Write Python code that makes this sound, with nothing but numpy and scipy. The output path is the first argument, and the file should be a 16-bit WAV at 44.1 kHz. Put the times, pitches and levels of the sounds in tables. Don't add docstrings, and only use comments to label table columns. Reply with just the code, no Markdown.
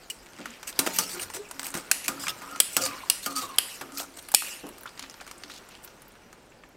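import sys
import numpy as np
from scipy import signal
from scipy.fft import rfft, irfft, next_fast_len
from scipy.io import wavfile
from scipy.ndimage import uniform_filter1d, map_coordinates

SR = 44100
rng = np.random.default_rng(int(sys.argv[2]) if len(sys.argv) > 2 else 0)


def file_out(sig):
    cols = np.atleast_2d(sig).T
    lim = np.clip(cols, -1, 1)
    pcm = np.round(lim * 32767).astype(np.int16)
    wavfile.write(sys.argv[1], SR, pcm)


def how_loud(loudness_db):
    steps = np.asarray(loudness_db, float) / 20
    return 10 ** steps


N = 298116

# f/Hz, width/Hz, level/dB
SHEET_LOW_MODES = [(104, 8.3, -11), (182, 11, -2.5), (234, 27, -8.5), (281.7, 5.9, 4), (350.5, 8.7, -0.5),
                   (410, 8.5, -15), (523, 5.9, 0), (650, 7.6, -4.5)]
# f/Hz, width/Hz, level/dB
SHEET_MID_MODES = [(904, 8.3, -17.5), (1150, 11, -25.5), (1210, 39, -9), (1228, 11, -3), (1411, 18, -4),
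                   (1570, 32, -20)]
# f/Hz, width/Hz, level/dB
BLADE_MODES = [(2260, 610, -7), (2900, 170, -4), (3200, 91, -27), (4600, 90, -19), (5000, 80, -16),
               (5900, 210, -7.5), (7600, 60, -6), (7850, 120, 2), (8200, 110, -9), (8850, 370, 1.5),
               (10000, 140, -35), (12200, 150, -29.5), (10560, 51, -22.5)]


def unit(x):
    return x / np.sqrt(np.mean(x ** 2) + 1e-20)


def along(points, hz):
    f, v = np.transpose(points)
    return np.interp(np.log(hz + 1), np.log(f + 1), v)


def filtered(x, response):
    m = next_fast_len(x.shape[-1] + 8192)
    spectrum = rfft(x, m) * response(np.fft.rfftfreq(m, 1 / SR))
    return irfft(spectrum, m)[..., :x.shape[-1]]


def modes(table):
    def response(f):
        total = 0
        for k, (hz, width_hz, db) in enumerate(table):
            damping = 1j * f * width_hz
            total = total + (-1) ** k * how_loud(db) * damping / (hz * hz - f * f + damping)
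        return total
    return response


def blade_gain(f):
    return np.abs(modes(BLADE_MODES)(f))


def gritty(size, grit_db):
    grains = uniform_filter1d(rng.standard_normal(size), size=40)
    return unit(how_loud(grit_db * unit(grains)) * rng.standard_normal(size))


def patchy(x, patchy_db):
    z = signal.stft(x, nperseg=256)[2]
    field = uniform_filter1d(rng.standard_normal(z.shape), size=4, axis=0)
    field = uniform_filter1d(field, size=10, axis=1)
    return signal.istft(z * how_loud(patchy_db * unit(field)), nperseg=256)[1][:len(x)]


def burst(t60_s, response, rise_s=0.000091, size=SR // 4, keep=None):
    t = np.arange(size) / SR
    puff = 0.5 * how_loud(-60 * t / max(t60_s, 0.003))
    spike = 0.33 * how_loud(-60 * t / max(0.18 * t60_s, 0.002))
    blow = rng.standard_normal(size) * (puff + spike) * (1 - np.exp(-t / rise_s))
    sound = filtered(blow[:keep], response)
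    return sound / np.abs(sound).max()


def stroke(length_s, rise, fall_db):
    u = np.arange(SR // 2) / SR / length_s
    return np.clip(u / rise, 0, 1) * how_loud(-fall_db * np.clip(u - 0.8, 0, None))


def add(track, s, sound):
    part = track[round(s * SR):][:len(sound)]
    part += sound[:len(part)]


def blade_noise(x, thin=lambda f: 1):
    # f/Hz, density/dB per Hz
    hiss_colour = [(1000, -20.5), (1700, -2), (4000, 1.5), (4660, 1), (9000, 0), (11000, -9.5), (12800, 1),
                   (15000, -7.5)]
    return unit(filtered(x, lambda f: thin(f) * how_loud(along(hiss_colour, f)) * (1 + blade_gain(f))))


def air():
    # f/Hz, density/dB per Hz
    air_colour = [(12, -29), (20, 1), (48, 3.5), (72, -2.5), (146, -0.5), (255, 1.5), (293, -1.5),
                  (337, 1.5), (718, -3), (923, -4.5), (1120, -11), (1400, -9), (6910, -24), (8650, -32.5),
                  (16000, -42)]
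    return how_loud(-55.5) * unit(filtered(rng.standard_normal(N), lambda f: how_loud(along(air_colour, f))))


def rubbing():
    # t/s, sliding speed level/dB, sheet pressure level/dB
    rub_path = [(0.0, -59.5, -59), (0.73, -57, -53), (0.88, -43.5, -38), (1.0, -43, -58.5),
                (1.17, -45.5, -45), (1.34, -55, -54.5), (1.6, -57, -51.5), (2.331, -51, -48.5),
                (2.6, -51, -49), (2.77, -44, -54.5), (2.94, -50, -45.5), (3.3, -53.5, -55),
                (3.6, -50.5, -49.5), (3.74, -45, -53), (3.84, -58, -53.5), (4.33, -54, -59.5),
                (4.37, -46, -48), (4.48, -39, -49.5), (4.65, -58.5, -56), (5.55, -60.5, -54.5),
                (6.76, -70, -65)]
    s, *cols = np.transpose(rub_path)
    speed_db, press_db = [np.interp(np.arange(N) / SR, s, c) for c in cols]
    mean_db = speed_db.mean()
    sizzle_db = mean_db - 5 + 1.19 * (speed_db - mean_db)
    drag = blade_noise(patchy(gritty(N, grit_db=2.5), 5.0))

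    snags_per_s, size_spread_db = 70, 3
    hits = rng.random(N) < snags_per_s / SR
    hits = hits * how_loud(size_spread_db * np.minimum(rng.exponential(size=N), 2))
    puffs = signal.lfilter([1], [1, -0.96], hits) * rng.standard_normal(N)
    drag = drag + how_loud(-14) * blade_noise(patchy(puffs, 6.6))

    split = lambda f: 1 / (1 + (f / 7000) ** 6)
    hiss = how_loud(speed_db) * unit(filtered(drag, split))
    sizzle = how_loud(sizzle_db) * unit(filtered(drag, lambda f: 1 - split(f)))
    mid_sheet = lambda f: modes(SHEET_MID_MODES)(f) + modes([(1100, 1200, -6)])(f)
    low_sheet = lambda f: modes(SHEET_LOW_MODES)(f) + modes([(400, 600, -9)])(f)
    mid_hum = how_loud(press_db) * unit(filtered(gritty(N, grit_db=2.5), mid_sheet))
    low_hum = how_loud(press_db - 6.5) * unit(filtered(gritty(N, grit_db=3.0), low_sheet))
    return hiss + sizzle + mid_hum + low_hum


def hums():
    # t/s, length/s, level/dB
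    lean_events = [
        (0.789, 0.04, -38.5),
        (1.51, 0.3, -52),
        (2.084, 0.11, -47.5),
        (4.99, 0.07, -55),
        (2.762, 0.13, -48),
        (3.271, 0.13, -45.5),
        (3.359, 0.036, -46),
        (3.816, 0.25, -52),
    ]
    # t/s, length/s, f/Hz, level/dB
    tone_events = [(0.099, 0.0087, 2900, -35.5), (0.405, 0.15, 234, -56.5), (.9, 0.24, 182, -54),
                   (0.988, 0.018, 904, -36.5), (1.134, 0.056, 359.4, -43.5), (1.342, .05, 410, -46.5),
                   (1.752, 0.024, 356, -43), (2.769, 0.05623, 523, -43.5), (2.782, 0.062, 1411, -44),
                   (3.351, 0.053, 1270, -42), (2.837, 0.01, 4710, -31), (3.361, 0.016, 4610, -33)]
    # t/s, length/s, f/Hz, level/dB
    thud_events = [
        (1.203, 0.14, 94.5, -58),
        (1.75, 0.04, 200, -46.5),
        (2.1, 0.2, 156, -53.5),
        (2.8, 0.11, 114, -54.5),
        (4.004, 0.03, 706, -46),
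        (4.341, 0.0058, 803.8, -28.5),
        (4.633, 0.051, 338.8, -44),
        (4.862, 0.02, 1332, -46),
        (5.211, 0.01, 720, -46),
        (5.437, 0.038, 270, -52),
    ]
    # t/s, length/s, f/Hz, width/Hz, level/dB
    blade_ring = (4.49, 0.18, 2770, 400, -53.5)
    out = np.zeros(N)
    rows = [(s, length_s, 275, 17.93, db) for s, length_s, db in lean_events]
    rows += [(s, length_s, hz, 12 + 0.033 * hz, db) for s, length_s, hz, db in tone_events]
    rows += [(s, length_s, hz, 0.57 * hz, db) for s, length_s, hz, db in thud_events]
    for s, length_s, hz, width_hz, db in rows + [blade_ring]:
        tone = filtered(rng.standard_normal(SR // 2), lambda f: modes([(hz, width_hz, 0)])(f) ** 2)
        tone = tone / np.std(tone[:round(length_s * SR)])
        add(out, s, how_loud(db) * stroke(length_s, 0.072, 15.4) * tone)
    return out


def snaps():
    # t/s, peak/dB, body/dB, wash/dB, lift of the 3 and 11 kHz modes/dB
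    snap_events = [
        (0.1003, -19.5, -27, -31, -7),
        (1.5945, -22, -3, -35, -17),
        (1.9141, 2.5, -22.5, -22.5, -1),
        (2.6015, 1, -18.5, -29, 5.5),
        (2.6045, -11, -39, -33.5, 2.5),
        (3.0993, 1, -20, -24.5, 0.5),
        (3.5843, 1, -18.5, -21.5, 8),
        (4.347, 7, -32.5, -26.5, 0),
    ]
    # f/Hz, density/dB per Hz
    crack_colour = [(880, -35.5), (1500, -21), (2300, 6), (3200, 9.5), (3840, 2), (4400, 9), (6400, 2),
                    (7700, 9), (11300, 3), (14800, 0.5)]
    # f/Hz, density/dB per Hz
    wash_colour = [(300, -76.5), (880, -42.5), (1500, -25.5), (1880, 7.5), (2140, -3.5), (2770, 6),
                   (3690, -4.5), (4420, 0.5), (6240, -12.5), (11200, 3.5), (14500, -18), (16000, -21)]
    out = np.zeros(N)
    for s, db, body_db, wash_db, lift_db in snap_events:
        t60_s = 0.023 * how_loud(-0.5 * db)
        lift_modes = modes([(3150, 1200, 0), (11200, 2200, -0.5)])
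        lift = lambda f: how_loud(lift_db * np.abs(lift_modes(f)) ** 2)
        crack = burst(t60_s, lambda f: how_loud(along(crack_colour, f)) * lift(f) * (1 + 0.5 * blade_gain(f)))
        knock = burst(0.045, modes([(506, 940, -14.5), (900, 4100, 8.5), (1650, 1700, 15.5)]))
        shimmer = lambda f: 1 + 0.3 * blade_gain(f) + 0.36 * np.abs(modes([(11400, 900, 0)])(f))
        wash_response = lambda f: how_loud(along(wash_colour, f)) * lift(f) * shimmer(f)
        wash = burst(0.63, wash_response, rise_s=0.002, size=SR // 2)
        add(out, s, how_loud(db - 1) * (crack + how_loud(body_db) * knock))
        add(out, s, how_loud(db - 2 + wash_db) * wash)
    return out


def shop(x):
    # f/Hz, t60/s
    room_t60 = [(300, 0.19), (800, 0.15), (2500, 0.36), (6000, 0.46), (14000, 0.23)]
    out, step = np.zeros(N), SR // 3
    for start in range(0, N, step):
        hz, t, z = signal.stft(rng.standard_normal(SR // 2), SR, nperseg=256)
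        decay = how_loud(-60 * t / along(room_t60, hz)[:, None])
        tail = signal.istft(z * decay, SR, nperseg=256)[1]
        echo = signal.fftconvolve(x[start:start + step], tail / np.linalg.norm(tail))
        add(out, start / SR + 0.0062, echo)
    return out


def pricks():
    # t/s, peak/dB
    prick_events = [(.261, -36), (.2665, -37), (.288, -41), (.3336, -38), (.3652, -39), (.3782, -36),
                    (.387, -35), (.3925, -36), (.404, -36), (.413, -35), (1.5947, -19), (1.6172, -28),
                    (1.6578, -25), (2.2816, -13), (2.2841, -15)]
    out = np.zeros(N)
    for s, db in prick_events:
        add(out, s, how_loud(db) * burst(0.009, modes([(2300, 1800, 0), (7800, 3000, -6)]), size=1024))
    return out


def bright(hz, lift_db, width):
    wide = modes([(5000, 14000, 0.012)])
    peak = modes([(hz, width * hz, lift_db)])
    return lambda f: (wide(f) + peak(f)) * modes([(7000, 16000, 0)])(f)


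def landings():
    # t/s, peak/dB, sheet low/dB, sheet mid/dB, bright f/Hz
    landing_events = [(0.3875, -49, 13, 15, 3213), (0.7907, -2.5, -26.5, -18.5, 8570),
                      (0.863, -17, -12, -24, 4256), (0.9863, -4, -26.5, -16.5, 5970),
                      (1.1467, -27, -24, -5.5, 8100), (1.343, -27.5, -10.5, -21, 2140),
                      (1.7407, -17, -19.5, -9, 2261), (2.0809, -8, -23, -11.5, 7930),
                      (2.419, -31, -15.5, 0.5, 2637), (2.7665, -4.5, -26, -11.5, 7830),
                      (3.261, -12.5, -20.5, -10.5, 4600), (3.431, -31, -7.5, -27, 6450),
                      (3.8117, -24, -12.5, -1, 4770), (4.3404, -10.5, -28, -17, 8640),
                      (4.6372, -50.5, 17.5, -34.5, 2830)]
    out = np.zeros(N)
    boom = lambda f: modes([(350, 700, 0)])(f) ** 2
    clank = lambda f: modes([(1200, 1500, 0)])(f) ** 2
    for s, db, low_db, mid_db, hz in landing_events:
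        low = burst(0.018, modes(SHEET_LOW_MODES)) + 1.18 * burst(0.57, boom)
        mid = burst(0.049, modes(SHEET_MID_MODES)) + 2.75 * burst(0.095, clank)
        crack = burst(0.061, bright(hz, 7.4, width=0.01))
        add(out, s, how_loud(db - 2.5) * (crack + how_loud(low_db) * low + how_loud(mid_db - 7.0) * mid))
    return out


def rustles():
    # t/s, length/s, level/dB, centre f/Hz
    rustle_events = [
        (2.87, 0.08, -47, 2500),
        (0.397, 0.19, -51, 2420),
        (4.981, 0.097, -51, 2930),
        (5.205, 0.02, -49, 3500),
        (5.272, 0.036, -50.5, 2950),
        (5.49, 0.11, -47, 3600),
        (5.699, 0.086, -52.5, 2912),
        (3.93, 0.14, -46, 6500),
    ]
    out = np.zeros(N)
    for s, length_s, db, hz in rustle_events:
        grit = patchy(gritty(SR // 2, grit_db=5.5), 1.5)
        crackle = filtered(grit, lambda f: modes([(hz, 1.1 * hz, 0)])(f) ** 2)
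        add(out, s, how_loud(db) * stroke(length_s, 0.11, 50) * unit(crackle))
    return out


def ticks():
    # t/s, peak/dB, weight behind the touch/dB
    steel_ticks = [(.6296, -29, -1), (1.5115, -23.5, -3.5), (1.6162, -41.5, 8), (1.6306, -24, -3.5),
                   (1.6566, -42.5, -11), (1.6666, -22, -5.5), (1.703, -32, -5), (1.7515, -22, -1),
                   (2.5121, -34, -5), (2.56, -28.5, 0), (2.861, -20, -3), (3.9205, -33, -4),
                   (4.2245, -35, -8), (4.2864, -24.5, -9), (4.3174, -21.5, -8), (4.421, -27, 3),
                   (4.667, -34, -5), (4.689, -31, -8), (4.782, -34, -6.5), (4.809, -30, -17),
                   (4.8333, -29, -10.5), (5.3125, -27.5, -1.5), (5.688, -38.5, -4.5), (5.8313, -42.5, -13),
                   (5.8463, -29, -14.5), (6.0191, -36.5, -7.5), (6.081, -38.5, -14.5), (6.328, -36.5, -1.5),
                   (6.6893, -50, -11.5), (1.56, -44, -3.5)]
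    # t/s, peak/dB, sharpness/dB
    sugar_ticks = [(0.727, -31, -17), (2.2815, -23, -3), (2.8095, -37, -4), (3.3628, -34, 18.5),
                   (3.973, -31, 8.5), (4.0005, -24, 1.5), (4.891, -38, -2.5), (4.976, -32, -24),
                   (4.994, -21.5, -2.5), (5.0255, -27.5, -5), (5.0977, -37, 3.5), (5.141, -33, -27),
                   (5.436, -24, -18), (5.876, -37, -7), (5.175, -53, -25)]
    # t/s, peak/dB, sharpness/dB
    glove_ticks = [(.457, -22, -5), (1.3008, -29, -0.5), (2.2374, -25, -11), (2.2682, -17, -8),
                   (2.9112, -32, -19), (4.8605, -29, -7.5), (5.0365, -31.5, -20), (5.202, -37, -14.5),
                   (5.2107, -31.5, -1.5), (5.2655, -34, -1.5), (5.276, -33, -1.5), (5.4979, -32.5, -10.5),
                   (6.1535, -39, -17), (6.636, -36, -24.5), (1.475, -43, -20)]
    out = np.zeros(N)
    band = lambda hz, width_hz: lambda f: modes([(hz, width_hz, 0)])(f) ** 3
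    tip_hz = 6760
    # t/s, peak/dB, body/dB, middle/dB, top/dB, t60/s, top f/Hz; lighter steel touches sound higher
    rows = [(s, db, w, -3.5 + 0.7 * w, 0, 0.036, tip_hz * how_loud(-0.44 * w)) for s, db, w in steel_ticks]
    rows += [(s, db, -5.5, 0, sharp_db, 0.03, tip_hz) for s, db, sharp_db in sugar_ticks]
    rows += [(s, db, 0, -11.5, sharp_db, 0.044, tip_hz) for s, db, sharp_db in glove_ticks]
    for s, db, body_db, middle_db, top_db, t60_s, hz in rows:
        body = how_loud(body_db) * burst(t60_s, band(1316, 2000), keep=SR // 10)
        middle = how_loud(middle_db) * burst(t60_s, band(3830, 4700), keep=SR // 10)
        top = how_loud(top_db) * burst(t60_s, band(hz, 8800), keep=SR // 10)
        add(out, s, how_loud(db - 2.0) * (body + middle + top))
    return out


def snags():
    # t/s, peak/dB, centre f/Hz
    snag_events = [(.505, -35, 7050), (.76, -37, 5000), (0.9075, -30, 2130), (.9625, -22, 12900),
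                   (1.1954, -25.5, 2560), (1.4891, -38.5, 7490), (1.5111, -33.5, 8400),
                   (1.6163, -36.5, 13470), (1.6303, -30, 8380), (1.644, -36, 13550), (1.657, -31, 13300),
                   (1.6667, -27, 13440), (1.684, -34, 8000), (1.7036, -29, 8140), (1.716, -32.5, 8000),
                   (2.7325, -27.5, 8500), (2.8266, -22.5, 7010), (2.8377, -17, 7040), (2.852, -17.5, 7490),
                   (2.98, -36, 1500), (3.0038, -38.5, 2200), (3.035, -33, 993.6), (3.56, -34, 10000),
                   (3.723, -38, 9050), (3.994, -29, 3000), (3.973, -25, 4900), (3.9818, -25, 5000),
                   (3.9818, -23, 13070), (4.17, -36, 7910), (4.189, -36, 3550), (3.997, -27, 4800),
                   (4.496, -33.5, 8021), (4.8742, -35, 3500), (5.0974, -30.5, 5500), (5.11, -36.5, 5960),
                   (5.3801, -40, 8100), (5.4226, -45, 5630), (5.447, -39, 3900), (5.4794, -43, 5000),
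                   (5.5153, -36, 4010), (6.12, -43.5, 9200), (6.52, -48, 2506)]
    out = np.zeros(N)
    for s, db, hz in snag_events:
        add(out, s, how_loud(db) * burst(0.034, lambda f: modes([(hz, 0.33 * hz, 0)])(f) ** 2, size=2048))
    return out


def slides():
    # t/s, length/s, level/dB, singing f/Hz, sheet/dB
    slide_events = [(0.669, 0.041, -38, 8030, -13), (0.863, 0.015, -36.5, 4600, 7.5),
                    (0.932, 0.06, -34.5, 12900, -37), (0.996, 0.051, -35, 4550, -19),
                    (1.088, 0.064, -39, 4600, -39), (1.191, 0.055, -36.5, 9250, -8),
                    (1.334, 0.048, -38, 7850, -4.5), (1.637, 0.0601, -41, 8100, -5),
                    (1.746, 0.063, -42, 8200, 1.5), (2.039, 0.029, -37, 2300, -35),
                    (2.192, 0.081, -39, 5000, -24), (2.284, 0.026, -34, 2710, -8),
                    (2.728, 0.024, -42, 8200, -12), (2.807, 0.077, -31.5, 4700, -15),
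                    (3.223, 0.057, -39.5, 4205, -71), (3.3, 0.03169, -40, 4300, -12),
                    (3.353, 0.058, -33, 4600, -13), (3.409, 0.053, -41.5, 3720, -1.5),
                    (3.971, 0.06, -38, 12900, -13), (4.164, 0.039, -47.5, 8600, -4),
                    (5.835, 0.023, -49, 9300, -30)]
    out = np.zeros(N)
    sheet = lambda f: modes(SHEET_MID_MODES + SHEET_LOW_MODES)(f) + modes([(800, 1100, -5)])(f)
    for s, length_s, db, hz, sheet_db in slide_events:
        clumps = how_loud(2.2 * unit(uniform_filter1d(rng.standard_normal(SR // 2), size=250)))
        grit = clumps * gritty(SR // 2, grit_db=-2.0)
        others = [(mode_hz, 120, rng.normal(-29.5, 3.4)) for mode_hz, _, _ in BLADE_MODES]
        song = unit(filtered(grit, modes([(hz, 180, 0)] + others)))
        hum = unit(filtered(grit, sheet))
        thin = lambda f: 1 - 0.3 / (1 + (f / min(hz, 4300)) ** 12)
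        hiss = blade_noise(patchy(grit, 3.1), thin)
        add(out, s, how_loud(db) * stroke(length_s, 0.12, 39) * (hiss + 0.44 * song + how_loud(sheet_db) * hum))
    return out


def clinks():
    # t/s, f/Hz, peak/dB
    clink_events = [(0.7902, 372, -21), (0.7909, 1460, -26), (0.7902, 4470, -13), (.7905, 5000, -23),
                    (.7905, 7750, -19), (.7905, 12890, -17), (.9865, 2200, -30), (.9865, 7603, -18),
                    (.9865, 8253, -15), (1.914, 1540, -11.5), (1.915, 2500, -11.5), (1.914, 3160, -22.5),
                    (1.915, 7400, -10), (2.0813, 2420, -19), (2.0813, 7959, -26), (2.603, 674, -23.5),
                    (2.602, 2970, -11), (2.6015, 5900, -11.5), (2.6044, 11000, -8), (2.6015, 13990, -18.5),
                    (2.7665, 2720, -12.5), (2.7665, 13470, -11), (3.0996, 3250, -10.5), (3.0989, 7937, -11),
                    (3.0996, 13600, -12), (3.5844, 770, -23), (3.5844, 2143, -24), (3.5846, 9000, -18),
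                    (3.586, 9700, -11.5), (3.5866, 11200, -8), (3.5848, 3150, -14), (3.5844, 12800, -17),
                    (4.3403, 857, -14), (4.348, 4340, -10.5), (4.3471, 5070, -6.5), (4.3471, 10900, -20),
                    (4.3471, 12400, -17), (1.7515, 220, -28), (2.8095, 2900, -27), (2.8612, 2300, -23),
                    (2.888, 2500, -31), (2.897, 2350, -33), (2.9122, 2500, -27), (2.9341, 2300, -32),
                    (2.945, 2250, -34), (4.0015, 720, -25), (4.8572, 1400, -24), (5.2015, 2500, -35),
                    (5.3125, 1250, -33)]
    out, t = np.zeros(N), np.arange(SR // 20) / SR
    for s, hz, db in clink_events:
        t60_s = 0.012 + 3 / hz
        ring = np.sin(2 * np.pi * hz * t) * (1 - np.exp(-t / 0.00033))
        add(out, s, how_loud(db - 60 * t / t60_s) * ring)
    return out


def singing():
    # t/s, length/s, f/Hz, level/dB
    singing_events = [(.81, .1, 622, -52), (.81, 0.16, 904, -51), (.852, .012, 4750, -41),
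                      (1.0, 0.11, 1300, -51.5), (2.277, 0.054, 1278, -46), (2.284, 0.0615, 1020, -54.5),
                      (2.41, 0.053, 1227, -51), (2.416, .08, 1012, -54), (2.439, 0.14, 279.5, -53.5),
                      (2.486, 0.1026, 1396, -51.5), (2.496, 0.098, 1259, -51), (2.794, 0.064, 1270, -56),
                      (2.829, 0.096, 1219, -45), (2.801, 0.13, 702.4, -54), (2.917, 0.049, 1025, -45.5),
                      (2.86, .1, 1150, -48), (.934, .035, 2700, -50), (3.27, 0.072, 530.4, -52.5),
                      (3.275, 0.077, 708, -54), (3.268, 0.042, 1214, -44.5), (3.357, 0.055, 1254, -40.5),
                      (3.359, 0.07, 525, -54), (3.42, 0.058, 1133, -47.5), (3.432, .13, 1073, -50.5),
                      (3.451, 0.11, 274.7, -55.5), (3.82, 0.14, 1231, -56), (4.354, 0.0963, 2540, -47.5),
                      (4.44, 0.12, 2815, -55), (4.637, 0.018, 480, -46.5), (5.438, 0.096, 278, -61),
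                      (1.935, 0.09, 7019, -54), (1.93, .08, 9100, -51), (3.125, 0.12, 7067, -56),
                      (3.12, .08, 9990, -55), (3.6, .1, 9517, -52), (4.36, 0.11, 11840, -51),
                      (2.62, 0.096, 9400, -47)]
    out, t = np.zeros(N), np.arange(SR // 2) / SR
    for s, length_s, hz, db in singing_events:
        knots = rng.standard_normal((2, 34))
        drift, flutter = [map_coordinates(row, [60 * t]) for row in knots]
        phase = 2 * np.pi * hz * np.cumsum(1 + 0.005 * drift) / SR
        add(out, s, how_loud(db + 3.5 + 4 * flutter) * stroke(length_s, 0.12, 30) * np.sin(phase))
    return out


def groans():
    # t/s, level/dB, f/Hz
    groan_paths = [
        [(2.09, -38, 1320), (2.14, -48, 1307), (2.22, -42, 1320)],
        [(2.42, -44, 1189), (2.568, -43, 1315), (2.59, -50, 1300)],
        [(2.78, -31, 1470), (2.79, -46, 1374), (3.08, -47, 992)],
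        [(3.27, -41, 1231), (3.506, -40.5, 1136), (3.57, -55, 1020)],
        [(3.82, -41, 1220), (3.858, -56, 1278), (4.06, -38.5, 1324)],
    ]
    out = np.zeros(N)
    for path in groan_paths:
        s, db, hz = np.transpose(path)
        t = np.arange(s[0], s[-1], 1 / SR)
        flutter = filtered(gritty(len(t), grit_db=5), lambda f: 1 / (1 + (f / 100) ** 2))
        tone = np.sin(2 * np.pi * np.cumsum(np.interp(t, s, hz)) / SR)
        level = how_loud(np.interp(t, s, db)) * signal.windows.tukey(len(t), 0.15)
        add(out, s[0], level * unit(flutter * tone))
    return out


def scene():
    blows = snaps() + landings() + ticks()
    mid = air() + rubbing() + hums() + blows + how_loud(-13.5) * shop(blows)
    mid = mid + pricks() + rustles() + snags() + slides()
    mid = mid + clinks() + singing() + how_loud(-4) * groans()
    side = how_loud(-33) * filtered(np.roll(blows, 30), modes([(10000, 30000, 0)]))
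    return np.array([mid + side, mid - side])


def low_pass(x):
    return signal.sosfilt(signal.butter(12, 16440, fs=SR, output="sos"), x)


def record(dry):
    # from t/s, to t/s, level/dB
    bass_duck = (4.352, 4.421, -9)
    from_s, to_s, duck_db = bass_duck
    dip = lambda f: 1 - 0.24 * np.abs(modes([(3700, 500, 0)])(f))
    top = lambda f: 1 / (1 + (f / 15900) ** 60)
    heard = filtered(dry, lambda f: dip(f) * top(f))
    t = np.arange(N) / SR
    ducked = uniform_filter1d(1.0 * (t > from_s) * (t < to_s), size=60)
    bass = filtered(heard, lambda f: 1 / (1 + (f / 2000) ** 8))
    heard = heard - (1 - how_loud(duck_db)) * ducked * bass
    excess = heard - heard / (1 + np.abs(heard) ** 8) ** (1 / 8)
    return low_pass(heard - filtered(excess, lambda f: f > 400))


dry = scene()
out = record(dry)
file_out(out)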